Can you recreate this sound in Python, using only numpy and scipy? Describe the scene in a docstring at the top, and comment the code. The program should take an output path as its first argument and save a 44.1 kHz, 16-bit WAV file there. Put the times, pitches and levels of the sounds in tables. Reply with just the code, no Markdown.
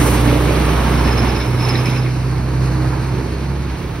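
"""Concrete mixer truck passing close

From the roadside, in stereo: the truck goes by the microphone and pulls away, easing off at the
very end. Its six-cylinder diesel drones over block rumble, clatter, rattling metal and tyre roar.
Air hisses at the front; something on the turning drum or rear axles scrapes and squeaks as the back
passes, the chassis clanks, and exhaust and tyres rasp from up the road."""
import sys
import numpy as np
from scipy import signal
from scipy.fft import rfft, irfft
from scipy.io import wavfile
from scipy.ndimage import uniform_filter1d, minimum_filter1d

SR = 44100
rng = np.random.default_rng(int(sys.argv[2]) if len(sys.argv) > 2 else 0)


def int16_out(signal):
    """Quantize to a 16-bit WAV file."""
    q = np.round(np.clip(np.atleast_2d(signal).T, -1, 1) * 32767)
    wavfile.write(sys.argv[1], SR, q.astype(np.int16))


N = 176400
TIME, HZ = np.arange(N) / SR, np.fft.rfftfreq(N, 1 / SR)

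# engine speed: t/s, firing rate/Hz
FIRING_RATE = [(0, 61.7), (.25, 59.8), (.5, 62.3), (1.4, 60.9), (2, 63), (2.75, 64.5), (3.35, 64.8),
               (3.58, 68.6), (3.9, 65)]
# strong engine tones at 0.99, 2 and 2.5 times the firing rate: t/s, level/dB
FIRING_DB = [(0, -17.5), (.6, -18), (.95, -16.5), (1.25, -18.5), (1.65, -28), (2.04, -30), (2.27, -23.5),
             (2.65, -21), (3.2, -25.5), (3.6, -22), (3.85, -33)]
OCTAVE_DB = [(.08, -19), (.25, -16.5), (.5, -25), (.72, -32), (.9, -24.5), (1.2, -21.5), (1.37, -29),
             (1.5, -19.5), (1.9, -18), (2.48, -21.5), (2.63, -16), (3.15, -24), (3.32, -31), (3.47, -23),
             (3.7, -29)]
HALF_ORDER_DB = [(0, -28), (.5, -23.5), (1.05, -24), (1.35, -44), (1.9, -29), (4, -33)]
# weak engine tones: multiple of the firing rate, level/dB relative to RUMBLE_DB
WEAK_ORDERS = [(3.5, -17.5), (5, -18), (5.25, -16)]
# whine of an engine-driven fan or pump: t/s, level/dB
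WHINE_DB = [(0, -21), (.5, -23.5), (.75, -36), (2, -43.5), (2.8, -29.5), (3.5, -40.5)]
# block rumble, diesel clatter, air at the front, rasp from behind: t/s, level/dB before trim
RUMBLE_DB = [(0, -20.5), (.68, -22), (1.25, -19.5), (1.5, -24.5), (1.72, -22.5), (2.2, -29), (2.7, -26),
             (3.02, -30), (3.2, -24.5), (3.5, -30.5)]
CLATTER_DB = [(0, -27.5), (.7, -29), (1.27, -29.5), (1.5, -38), (1.72, -32), (1.88, -33.5), (2.2, -43.5),
              (4, -40.5)]
HISS_DB = [(0, -29.5), (.13, -30.5), (.23, -38), (.85, -39.5), (1.5, -45.5), (1.9, -45.5), (2.1, -55),
           (4, -59.5)]
RASP_DB = [(1.7, -70), (2.1, -38.5), (2.45, -40.5), (2.65, -36.5), (3.15, -39), (3.55, -41), (4, -45.5)]
# engine bay growl alongside, tyre roar, low rumble on easing off: t/s, level/dB
GROWL_DB = [(0, -28.5), (.5, -23), (.9, -39.5), (1.5, -63)]
TYRE_DB = [(0, -23), (.3, -26.5), (.95, -23.5), (1.3, -26), (1.52, -29.5), (1.7, -26.5), (2.1, -32.5),
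           (2.45, -33.5), (2.7, -31.5), (2.95, -29.5), (3.25, -34.5), (4, -36)]
EASING_DB = [(3.4, -60), (3.8, -26.5)]
# spectra of those seven noises: f/Hz, relative level/dB
RUMBLE_SPECTRUM = [(20, -32), (40, -14.5), (75, -1.5), (105, -1.5), (180, -1.5), (240, 0), (400, -3),
                   (520, -11), (700, -16.5), (1200, -53)]
CLATTER_SPECTRUM = [(1100, 3), (1800, -1), (2200, 3), (2700, 0.5), (3300, -2.5), (4100, -4), (4800, -10),
                    (6200, -8.5), (8000, -76)]
HISS_SPECTRUM = [(3000, -20), (5500, -4), (7300, -1.5), (9200, 0), (11000, -2), (13000, -3), (14000, -7),
                 (15700, -10)]
RASP_SPECTRUM = [(900, -14), (1500, 0), (1850, -4), (2250, 1), (2700, -2), (3280, -16), (4300, -.5),
                 (5000, -7.5), (6000, -8), (7200, -13), (9000, -13), (13000, -20), (15500, -42)]
GROWL_SPECTRUM = [(250, -44), (380, 6), (470, 3), (600, 4), (750, -26), (1200, -40)]
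TYRE_SPECTRUM = [(250, -9.5), (500, -4), (700, -1.5), (900, 1.5), (1150, -1.5), (1450, -5.5), (1700, -5),
                 (2100, -13.5), (3200, -43)]
EASING_SPECTRUM = [(25, -17), (60, 7), (200, -48)]
# resonances of the shaken parts and of the rubbing metal: f/Hz, width/Hz, relative level/dB
RATTLE_MODES = [(1130, 70, 1), (2270, 200, 0), (2950, 130, -4), (4350, 300, -4)]
SCRAPE_MODES = [(2230, 170, -1), (2520, 170, -1), (3900, 500, -3.5), (5260, 130, -1.5), (6100, 400, -9),
                (10700, 500, -13)]
# rattle and scrape as they pass the microphone: t/s, gain/dB
RATTLE_DB = [(0, -34.5), (1.2, -34.5), (2.2, -43.5), (2.7, -43.5), (4, -50)]
SCRAPE_DB = [(0, -69), (.7, -57), (1, -39.5), (1.35, -38.5), (1.55, -43), (1.63, -36.5), (1.92, -35.5),
             (2.15, -48), (2.6, -75)]
# squeaks of the rubbing metal: t/s, level/dB, f/Hz
SQUEAKS = [(.975, -33, 5350), (1.04, -33, 5280), (1.1, -28.5, 5210), (1.17, -24.5, 5290),
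           (1.272, -30, 5210), (1.342, -30, 5240), (1.62, -27, 5310), (1.684, -23.5, 5190),
           (1.763, -27, 5170), (1.84, -32, 5200), (1.962, -31, 5130)]
# chassis knocks: t/s, level/dB, f/Hz, strength of the crack (0-1)
KNOCKS = [(1.686, -26, 2500, 1), (1.745, -25, 2000, .2), (1.753, -25, 3950, .2), (1.857, -25, 2220, .5),
          (1.958, -28, 2470, .3), (2.06, -30, 2200, .1)]
# stereo image, with left and right nearly opposed around 7-8 kHz:
# f/Hz, left minus right/dB, coherence (0-1), phase lead of the left/rad
STEREO_IMAGE = [(60, -.7, 1, -.18), (125, -2.4, .998, -.07), (330, -5.5, .99, -.15), (520, -5.5, .9, -.4),
                (640, -6.5, .6, -1), (740, -9, .3, 0), (870, -9, .65, .4), (1200, -4, .8, .1),
                (1750, 0, .98, 0), (2200, -1, .5, 0), (2900, -1.5, .15, 0), (4100, -2, .5, 1.1),
                (5200, -3, .7, .6), (6100, 0, .65, 1.7), (6750, 0, .95, 2.8), (7900, 0, .95, 3.4),
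                (8600, 0, .65, 4.6), (10000, 0, .9, 6.2), (11400, 0, .9, 6.3), (13100, 0, .95, 9.2),
                (14600, 0, .9, 9.6), (15400, 0, .8, 12)]


def engine_drone(firings):
    """Tones locked to the firing rate, a throb from unequal cylinders, and a fan or pump whining."""
    def tone(multiple, db, wobble_db, wave=np.sin):
        return -np.sqrt(2) * amp(db + wobble_db * drift(8.2)) * wave(2 * np.pi * multiple * firings)
    strong = tone(0.99, curve(FIRING_DB), .5, np.cos) + tone(2, curve(OCTAVE_DB), 1, np.cos)
    half_order = tone(2.5, curve(HALF_ORDER_DB), 1)
    throb = sum(tone(multiple, db=-34.5, wobble_db=3.5) for multiple in (1.5, 1.75))
    weak = sum(rng.choice([-1, 1]) * tone(multiple, curve(RUMBLE_DB) + db, 3.5)
               for multiple, db in WEAK_ORDERS)
    whine = tone(4.865, curve(WHINE_DB), 1)
    return strong + half_order + throb + weak + whine


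def engine_noise(firings):
    """The block rumbles and clatters; the engine bay growls while the cab is alongside."""
    rumble = pulsed_noise(firings, RUMBLE_SPECTRUM, RUMBLE_DB, throb=.31, flicker_db=.3, trim_db=1)
    growl = pulsed_noise(firings, GROWL_SPECTRUM, GROWL_DB, throb=.28, flicker_db=2)
    clatter = pulsed_noise(firings, CLATTER_SPECTRUM, CLATTER_DB, throb=.013, flicker_db=1.26, trim_db=3)
    return rumble + growl + clatter


def tyre_roar(firings):
    """Tyres roar on the road, loudest close to the microphone."""
    return pulsed_noise(firings, TYRE_SPECTRUM, TYRE_DB, throb=.028, flicker_db=.96)


def air_hiss(firings):
    """Air hisses at the front and fades once the cab is past."""
    return pulsed_noise(firings, HISS_SPECTRUM, HISS_DB, throb=.024, flicker_db=1, trim_db=3)


def rattle(firings, ticks_per_s=380):
    """Ticks of uneven size, bunched around each firing, ring small metal parts."""
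    chance = ticks_per_s / SR * (1 + np.cos(2 * np.pi * firings) / 2)
    def part(hz, width_hz):
        ticks = (rng.random((2, N)) < chance) * rng.standard_normal((2, N))
        return unit(signal.lfilter(*signal.iirpeak(hz, hz / width_hz, fs=SR), ticks))
    parts = sum(amp(db) * part(hz, width) for hz, width, db in RATTLE_MODES)
    return unit(parts) * amp(curve(RATTLE_DB))


def scrape(flicker_db=1.5, jolt_db=1.8):
    """Rubbing metal on the drum or rear axles rings unevenly, in small jolts."""
    modes = sum(amp(db + flicker_db * drift(27)) * ring(hz, width) for hz, width, db in SCRAPE_MODES)
    return modes * amp(curve(SCRAPE_DB) + jolt_db * drift(25))


def squeaks(length_s=.046, sag_hz_per_s=1900, slip_hz=140):
    """The rubbing catches in short squeals that sag in pitch, roughened by uneven slips."""
    jitter_hz = 55 * drift(slip_hz)
    roughness = unit(amp(3.5 * drift(slip_hz)))
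    def squeal(start, hz):
        age = np.clip(TIME - start, 0, length_s)
        pitch = hz + jitter_hz - sag_hz_per_s * (age - length_s / 2)
        return np.sin(np.pi * age / length_s) * np.sin(2 * np.pi * np.cumsum(pitch) / SR)
    return roughness * sum(amp(db) * squeal(start, hz) for start, db, hz in SQUEAKS)


def chassis_knocks(rise_s=.002, fall_s=.015):
    """Loose parts clank as the rear goes by: a rough ring and a shorter crack."""
    def knock(start, hz, strength):
        body = burst(start, rise_s, fall_s) * ring(hz, width_hz=290)
        crack = burst(start, rise_s, fall_s / 2) * ring(5000, width_hz=5000)
        return body + strength * crack
    return sum(amp(db) * knock(start, hz, strength) for start, db, hz, strength in KNOCKS)


def rear_rasp(firings):
    """Exhaust and tyres, heard from behind as the truck pulls away."""
    return pulsed_noise(firings, RASP_SPECTRUM, RASP_DB, throb=.041, flicker_db=1, trim_db=.5)


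def easing_rumble():
    """A low, uneven rumble from up the road as the engine eases off."""
    return colour(rng.standard_normal(N), EASING_SPECTRUM) * amp(curve(EASING_DB))


def stereo_image(pair):
    """Level difference, coherence and phase by frequency; the second signal goes to the left only."""
    def through(x, response):
        return fir(x, np.roll(irfft(response, N), 1024)[:2049])
    balance_db, coherence, lead = (across(STEREO_IMAGE, column) for column in (1, 2, 3))
    right = 2 / (1 + amp(balance_db))
    left = right * amp(balance_db) * np.exp(1j * lead)
    common = through(pair[0], left * coherence)
    unrelated = through(pair[1], left * np.sqrt(1 - coherence ** 2))
    return np.array([common + unrelated, through(pair[0], right)])


def pulsed_noise(firings, spectrum, levels, throb, flicker_db, trim_db=0):
    """Two unrelated noises that swell with every firing and flicker at random."""
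    swell = (1 + throb * np.cos(2 * np.pi * firings)) * amp(flicker_db * drift(25))
    return colour(swell * rng.standard_normal((2, N)), spectrum) * amp(curve(levels) + trim_db)


def ring(hz, width_hz):
    """Two unrelated noises in one resonance."""
    return unit(irfft(rfft(rng.standard_normal((2, N))) / (1 + ((HZ - hz) / width_hz) ** 2), N))


def burst(start, rise_s, fall_s):
    """A short rise, then an exponential fall."""
    age = np.maximum(TIME - start, 0)
    return np.minimum(age / rise_s, 1) * np.exp(-np.maximum(age - rise_s, 0) / fall_s)


def drift(rate_hz):
    """Random wander below about rate_hz, at rms 1."""
    return unit(irfft(rfft(rng.standard_normal(N)) / (1 + (HZ / rate_hz) ** 4), N))


def colour(x, spectrum):
    """Gives a signal a spectrum, at rms 1."""
    return unit(irfft(rfft(x) * amp(across(spectrum)), N))


def fir(x, taps):
    """Filters without delay; the ends are mirrored so that they do not click."""
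    return signal.oaconvolve(np.pad(x, len(taps) // 2, "reflect", reflect_type="odd"), taps, "valid")


def curve(points):
    """Reads a table by time, at every sample."""
    return np.interp(TIME, *np.transpose(points))


def across(points, column=1):
    """Reads a column of a table by frequency, on a log axis."""
    rows = np.array(points)
    return np.interp(np.log(HZ + 1), np.log(rows[:, 0] + 1), rows[:, column])


def amp(db):
    """Decibels to gain."""
    return 10 ** (np.asarray(db) / 20)


def unit(x):
    """Scales to rms 1."""
    return x / np.sqrt(np.mean(x ** 2) + 1e-20)


def scene():
    """The passing truck, heard in stereo from the roadside."""
    firing_hz = curve(FIRING_RATE) * (1 + .003 * drift(12.53))
    firings = np.cumsum(firing_hz) / SR
    pair = (engine_noise(firings) + tyre_roar(firings) + air_hiss(firings) + rear_rasp(firings)
            + easing_rumble() + rattle(firings) + scrape() + chassis_knocks())
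    pair[0] += engine_drone(firings) + squeaks()
    return stereo_image(pair)


def record(dry):
    """A limiter holds the highest peaks down; a low-pass cuts the top treble."""
    ceiling, cutoff_hz = .92, 15750
    needed_gain = np.minimum(1, ceiling / (abs(dry).max(0) + 1e-9))
    limited = dry * uniform_filter1d(minimum_filter1d(needed_gain, size=401), size=401)
    lowpass = signal.firwin(511, cutoff_hz, window=("kaiser", 9), fs=SR)
    return np.array([fir(channel, lowpass) for channel in limited])


dry = scene()
out = record(dry)
int16_out(out)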